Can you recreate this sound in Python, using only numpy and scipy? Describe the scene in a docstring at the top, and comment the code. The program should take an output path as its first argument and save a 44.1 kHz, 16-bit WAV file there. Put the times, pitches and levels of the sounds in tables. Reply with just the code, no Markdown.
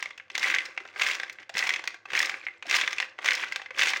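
"""A hand-twisted blender cup crushes ice in milk over a stone counter, in a small tiled kitchen.
It opens on a few knocks as a twist runs down. Seven more twists follow, a little over half a second apart.
Each starts with a low slosh, then the blades sweep through the ice: hard knocks on the plastic wall,
a spray of small chips, a frothy swish of slush. Between twists the pieces tumble and settle and the milk
gulps air, while the cup and the room ring. It ends as the last twist runs down."""
import sys
import numpy as np
from scipy import signal
from scipy.fft import rfft, irfft
from scipy.io import wavfile

SR = 44100
rng = np.random.default_rng(int(sys.argv[2]) if len(sys.argv) > 2 else 0)


def generate_wav(signal):
    """Clip the signal to [-1, 1] and save it as 16-bit WAV at the path in sys.argv[1]."""
    frames = np.transpose(np.atleast_2d(signal))
    scaled = np.clip(frames, -1, 1) * 32767
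    pcm = np.round(scaled).astype(np.int16)
    wavfile.write(sys.argv[1], SR, pcm)


N = 4 * SR


def amp(db):
    """Decibels to gain."""
    return 10 ** (np.asarray(db) / 20)


def unit(x):
    """Scales to rms 1."""
    return x / np.sqrt(np.mean(x ** 2) + 1e-20)


def curve_at(points, hz):
    """Reads a curve on a log-frequency axis."""
    freqs, values = np.transpose(points)
    return np.interp(np.log(hz + 1), np.log(freqs + 1), values)


def add(mix, start_s, sound):
    """Drops a sound into the mix at its start time."""
    part = mix[max(round(start_s * SR), 0):][:len(sound)]
    part += sound[:len(part)]


def coloured(x, eq):
    """Shapes a full-length layer with an EQ curve, at rms 1."""
    return unit(irfft(rfft(x) * amp(curve_at(eq, np.fft.rfftfreq(N, 1 / SR))), N))


def lowpass(x, hz):
    """Rolls off a full-length layer above a corner frequency."""
    return irfft(rfft(x) / (1 + (np.fft.rfftfreq(N, 1 / SR) / hz) ** 4), N)


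def wobble(hz):
    """Random drift up to a rate, at rms 1."""
    return unit(lowpass(rng.standard_normal(N), hz))


def room_tone(level_db=-78):
    """Still air: a faint, low bed of noise."""
    # colour of the air: freq_hz, gain_db
    air_eq = [(25, -21), (60, -18), (100, 11), (135, -4), (400, -9.5), (3000, -26), (16000, -44)]
    return amp(level_db) * coloured(rng.standard_normal(N), air_eq)


def kitchen(x, wet_db=-14, echoes_per_s=4000, predelay_s=0.004):
    """Tiles and stone add a short tail of dense reflections."""
    # decay of the room: freq_hz, t60_s
    decay_times = [(150, 0.81), (600, 0.7), (2200, 0.34), (6000, 0.34), (14000, 0.15)]
    t = np.arange(SR // 2) / SR
    echoes = rng.standard_normal(len(t)) * (rng.random(len(t)) < echoes_per_s / SR) * (t > predelay_s)
    hz, times, bands = signal.stft(echoes, SR, nperseg=256)
    fade = amp(-60 * times / curve_at(decay_times, hz)[:, None])
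    tail = signal.istft(bands * fade, SR, nperseg=256)[1]
    return x + amp(wet_db) * signal.fftconvolve(x, tail / np.linalg.norm(tail))[:N]


def cup_ring(x, sway_depth=0.018, sway_hz=6.7):
    """The cup's modes ring on after every hit, their pitch swaying as the milk moves."""
    # modes of the cup and its air: pitch_hz, gain_db, t60_s
    modes = [(345, 0, 0.056), (521, 3, 0.11), (771.5, -3.5, 0.071), (1163, -1, 0.046), (1572, 1, 0.041),
             (1980, -6.5, 0.06), (2153, -5, 0.11), (2634, -3, 0.11), (3474, -1.5, 0.024)]
    swayed_time = np.cumsum(1 + sway_depth * wobble(sway_hz)) / SR
    out = x
    for hz, db, t60 in modes:
        carrier = np.exp(2j * np.pi * hz * swayed_time)
        pole = np.exp(-np.log(1000) / (t60 * SR))
        envelope = signal.lfilter([1 - pole], [1, -pole], x * np.conj(carrier))
        out = out + 2 * amp(db) * (carrier * envelope).real
    return out


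def motion_db(t, tumble_rise_db_per_s=2463, tumble_fall_db_per_s=700):
    """How hard the contents move: each twist spins up, holds and runs down; tumbles fill the pauses."""
    # twists of the base: full_speed_s, rise_db_per_s, hold_s, level_db, fall_db_per_s
    twists = [(-.16, 300, 0.054, -1.5, 120), (0.438, 254, 0.042, 1, 86.5), (1.003, 343, 0.093, -1, 107.5),
              (1.563, 900, 0.1, -1, 111), (2.149, 341, 0.081, -0.5, 95), (2.707, 421.5, 0.074, 1, 93),
              (3.261, 343, 0.014, 0, 71.5), (3.794, 405, 0.072, 1.5, 88)]
    # loose ice tumbling: peak_s, hold_s, level_db
    tumbles = [(0.347, 0.018, -8.5), (0.802, 0.11, -22), (1.397, 0.032, -20.5), (1.855, 0.1, -21.5),
               (2.98, 0.072, -13.5), (3.384, 0.056, -4.5)]
    moves = list(twists)
    moves += [(s, tumble_rise_db_per_s, hold, db, tumble_fall_db_per_s) for s, hold, db in tumbles]
    envelopes = []
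    for peak_s, rise, hold_s, db, fall in moves:
        attack = np.minimum(rise * (t - peak_s), 0)
        release = -fall * (t - peak_s - hold_s)
        envelopes.append(db + np.minimum(attack, release))
    return np.max(envelopes, axis=0)


def slosh(t, level_db=-55, follow=0.53, lead_s=0.0073, lump_db=2.5):
    """Milk churns, low and lumpy, just before the blades bite."""
    # colour of the milk and of the hand on the base: freq_hz, gain_db
    slosh_eq = [(25, -6), (55, -13), (100, -14.5), (170, 3), (330, 11), (550, 15), (900, 2), (2000, -34)]
    lumps = rng.standard_normal(N) * amp(lump_db * wobble(hz=35.3))
    return amp(level_db + follow * motion_db(t + lead_s)) * coloured(lumps, slosh_eq)


def glugs(attack_s=0.0031, t60_s=0.051, rise_per_s=4.3):
    """Each trapped bubble rings briefly and rises in pitch."""
    # air pockets gulped by the milk: start_s, pitch_hz, level_db
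    pockets = [(0.807, 362, -46.5), (1.496, 650, -38.5), (1.548, 183, -42.5), (2.127, 182, -47),
               (2.654, 676, -36.5), (2.672, 292, -44.5), (3.706, 500, -42.5), (3.79, 157, -47)]
    out, t = np.zeros(N), np.arange(SR // 10) / SR
    for start_s, hz, db in pockets:
        cycles = hz * (t + rise_per_s * t ** 2 / 2)
        envelope = amp(db - 60 * t / t60_s) * np.minimum(t / attack_s, 1)
        add(out, start_s, envelope * np.sin(2 * np.pi * cycles))
    return out


def froth(motion, level_db=-31, spread_db=6.5, pops_per_s=900, pitches=30):
    """Tiny bubbles burst in clumps while the blades whip the milk, and stop soon after."""
    low_hz, high_hz, tilt_db_per_octave, swell_cycles = 2380, 9600, -9.5, 2.17
    out, t = np.zeros(N), np.arange(SR // 100) / SR
    rate = pops_per_s * amp(motion) * wobble(hz=62) ** 2
    gains = amp(level_db + motion / 2 + spread_db * np.minimum(rng.exponential(1, N), 2))
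    bursts = gains * rng.choice([-1, 1], N) * (rng.random(N) < rate / SR)
    pitch_index = rng.integers(0, pitches, N)
    for k, hz in enumerate(np.geomspace(low_hz, high_hz, pitches)):
        age = hz * t / swell_cycles
        pop = np.sin(2 * np.pi * hz * t) * age * np.exp(-age)
        tilt = amp(tilt_db_per_octave * np.log2(hz / low_hz))
        out += tilt * signal.oaconvolve(bursts * (pitch_index == k), pop)[:N]
    return out


def swish(motion, level_db=-39, follow=0.85, grain_db=3.5):
    """Slush scrapes round the wall with a grainy hiss."""
    # colour of the slush, plus a faint microphone resonance near 15 kHz: freq_hz, gain_db
    swish_eq = [(100, -52), (330, -13), (600, -5), (1150, 6), (2100, 6.5), (3400, -5.5), (4600, -3),
                (6400, -4), (8500, -12), (13500, -26), (14900, -15)]
    grains = rng.standard_normal(N) * amp(grain_db * wobble(hz=258))
    return amp(level_db + follow * motion) * coloured(grains, swish_eq)


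def muffled(spray, motion, corner_hz=6040, follow=0.6):
    """Spray loses its top end as it slows down."""
    body = lowpass(spray, corner_hz)
    return body + (spray - body) * amp(follow * motion)


def ice_hit(treble_db, bass_db, cushion=0, size=1024):
    """One piece of ice on plastic: a click and its reflections in the cup, levelled on the midrange."""
    # colour of ice striking the wall, plus a faint microphone resonance near 15 kHz: freq_hz, gain_db
    hit_eq = [(40, -37), (120, -49.5), (330, -20.5), (700, -9.5), (1150, -4.5), (1380, -4), (1600, 1),
              (2080, 5.5), (2900, 2.5), (4300, 1), (6400, 0), (8200, -11.5), (13500, -29.5), (14900, -17.5)]
    bass_trim_db, treble_trim_db = 10, -2
    ping_db, ping_width = 4.5, 0.09
    scatter_gain, scatter_s, cushion_s = 1.45, 0.0042, 0.0015
    hz, t = abs(np.fft.fftfreq(size, 1 / SR)), np.arange(size) / SR
    db = curve_at(hit_eq, hz * np.exp(0.031 * rng.standard_normal()))  # pieces differ in size
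    db += (bass_db + bass_trim_db) * np.interp(hz, (720, 1900), [1, 0])
    db += (treble_db + treble_trim_db) * np.interp(hz, (2040, 4690, 10200), [0, 1, 1.35])
    ping_hz = 2120 * np.exp(0.16 * rng.standard_normal())  # each piece has a short note of its own
    db += ping_db / (1 + ((hz / ping_hz - 1) / ping_width) ** 2)
    colour = np.exp(np.conj(signal.hilbert(np.log(amp(db)))))  # minimum phase keeps the attack tight
    soft_onset = 1 - cushion * np.exp(-(t / cushion_s) ** 2)
    scatter = rng.standard_normal(size) * np.exp(-t / scatter_s) * soft_onset
    click = (1 - cushion) * (t == 0)
    spectrum = colour * np.fft.fft(click + scatter_gain * scatter / np.linalg.norm(scatter))
    mid_energy = np.sum(abs(spectrum[(hz > 1400) & (hz < 3200)]) ** 2) / size
    mid_rms = np.sqrt(mid_energy / (0.006 * SR))  # as if spread over 6 ms
    return np.fft.ifft(spectrum).real / mid_rms


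def chips(motion, level_db=-39.5, follow=0.79, spread_db=3.5, chips_per_s=330, variants=24):
    """Small chips patter at random, thicker and harder while the blades spin."""
    rate = chips_per_s * amp(motion / 2)
    gains = amp(level_db + follow * motion + spread_db * np.minimum(rng.exponential(1, N), 2.6))
    hits = gains * (rng.random(N) < rate / SR)
    variant = rng.integers(0, variants, N)
    out = np.zeros(N)
    for k, (brightness, weight) in enumerate(rng.standard_normal((variants, 2))):
        chip = ice_hit(treble_db=-12 + 7 * brightness, bass_db=-12.5 + 3 * weight)
        out += signal.oaconvolve(hits * (variant == k), chip)[:N]
    return out


def knocks(trim_db=-4.5, cushion_below_db=-30.5, cushion_per_db=0.7):
    """Large pieces strike one by one; slush cushions the gentler knocks and blunts their attack."""
    # ice on the cup and blades, before trims, tone relative to the mids:
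    # start_s, level_db, treble_db, bass_db
    strikes = [(0.0266, -22.5, -1.5, -6), (0.0584, -27, -11, -11.5), (0.105, -35, -13, -12),
               (0.176, -37.5, -6.5, -10), (0.1973, -34.5, -23, -8), (0.2998, -34, -11, -12),
               (0.353, -22, -6.5, -21), (0.3791, -26, 1.5, -3.5), (0.4298, -20, -7.5, -20),
               (0.442, -17, -34, -33), (0.5016, -18.5, -16.5, -23), (0.5237, -23, -19, -15),
               (0.5411, -16.5, -16.5, -25), (0.5482, -22.5, -4, -10.5), (0.562, -19.5, -37, -51),
               (0.5852, -18, -11.5, -29), (0.6054, -26, -14, -33), (0.7765, -22.5, -17.5, -11),
               (0.801, -39, -12, -4), (0.851, -38.5, -14.5, 1), (0.959, -32, -50, -7),
               (0.9965, -23, -8, -10), (1.0183, -17, -6.5, -15), (1.0651, -19, -11, -25),
               (1.1128, -22.5, -3, -7), (1.1993, -25.5, -7.5, -10), (1.2339, -24.5, -17.5, -9),
               (1.2976, -29.5, -5, -12), (1.326, -60, 21.5, -6), (1.3845, -36.5, -23, -11),
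               (1.493, -34, -6, -2), (1.5376, -42, -19, -16), (1.5526, -27.5, -11, -7),
               (1.5707, -27, -3, -13), (1.5911, -22.5, -1, -30), (1.6258, -18.5, -40, -27),
               (1.6921, -18.5, -5, -11), (1.7055, -19, -19, -30), (1.7386, -21, -8, -17),
               (1.7607, -23.5, -11, -26), (1.7934, -31, -9.5, -3.5), (1.8383, -34.5, -3.5, 4),
               (1.8525, -39.5, -5, -12), (1.8755, -21.5, -3.5, -13.5), (1.9417, -36, -6.5, 3),
               (2.0542, -36, -12.5, -5), (2.1023, -31.5, -8, -8.5), (2.1339, -24, -8.5, -2),
               (2.1519, -19, -10, -25), (2.1759, -16.5, -24, -26), (2.203, -15, -27, -46),
               (2.2279, -27.5, 1, -32), (2.2483, -23.5, -10.5, -40), (2.295, -21.5, -10.5, -16),
               (2.342, -26.5, -27, -9.5), (2.4668, -23, -31, -17), (2.4838, -27.5, -32, -27),
               (2.6255, -31, -13.5, -7), (2.6973, -26, -0.5, -29), (2.7113, -17.5, -3, -8),
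               (2.728, -21, -11, -38), (2.7423, -15.5, -12, -24), (2.7521, -22, -10, -5.5),
               (2.766, -22, 0.5, -36), (2.7858, -24.5, -19, -27), (2.813, -20, -7.5, -14),
               (2.8361, -24.5, -22, -9.5), (2.8769, -18, -10, -17.5), (2.9299, -24.5, -3.5, -12.5),
               (2.9838, -21, -8, -15), (3.0016, -20, -7.5, -11.5), (3.0268, -22, -20, -12.5),
               (3.1883, -30.5, -16.5, 0.5), (3.2443, -30.5, -33, 4), (3.2597, -20.5, -2, -11),
               (3.2789, -20, -6, -24), (3.2864, -13.5, -13, -19), (3.308, -18.5, -5.5, -26),
               (3.3192, -17.5, -15.5, -21), (3.3406, -22, -34, -39), (3.4359, -22.5, -27, -15.5),
               (3.523, -23, -4, -10.5), (3.5602, -23.5, -5, -10), (3.5951, -34, -35, 2),
               (3.6158, -34.5, -9, -1), (3.6582, -32, -19, -18), (3.707, -31, -19.5, -13),
               (3.7938, -19, -4, -10.5), (3.8134, -17, -10, -32), (3.8204, -15.5, -10.5, -33),
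               (3.8314, -18.5, -21, -26), (3.8594, -22, -6, -22), (3.8717, -22, -6, -13),
               (3.8843, -22, -1, -27), (3.9132, -29, -5.5, -14), (3.9352, -19, -15, -15.0),
               (3.962, -24, -20, -11)]
    out = np.zeros(N)
    for start_s, db, treble_db, bass_db in strikes:
        cushion = np.clip(cushion_per_db * (cushion_below_db - db), 0, 1)
        add(out, start_s, amp(db + trim_db) * ice_hit(treble_db, bass_db, cushion))
    return out


def scene():
    """Ice and milk in the cup, the cup in the kitchen, in mono."""
    t = np.arange(N) / SR
    motion = motion_db(t)  # layers ride this envelope; their "follow" is dB per dB of motion
    ice = knocks()
    spray = muffled(chips(motion) + swish(motion), motion)
    contents = ice + spray + froth(motion) + slosh(t) + glugs()
    return (kitchen(cup_ring(contents)) + room_tone())[None]


def record(dry):
    """A steep high cut takes off the very top."""
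    high_cut = signal.firwin(511, 16200, window=("kaiser", 9), fs=SR)
    return signal.oaconvolve(dry, high_cut[None], "same")


dry = scene()
out = record(dry)
generate_wav(out)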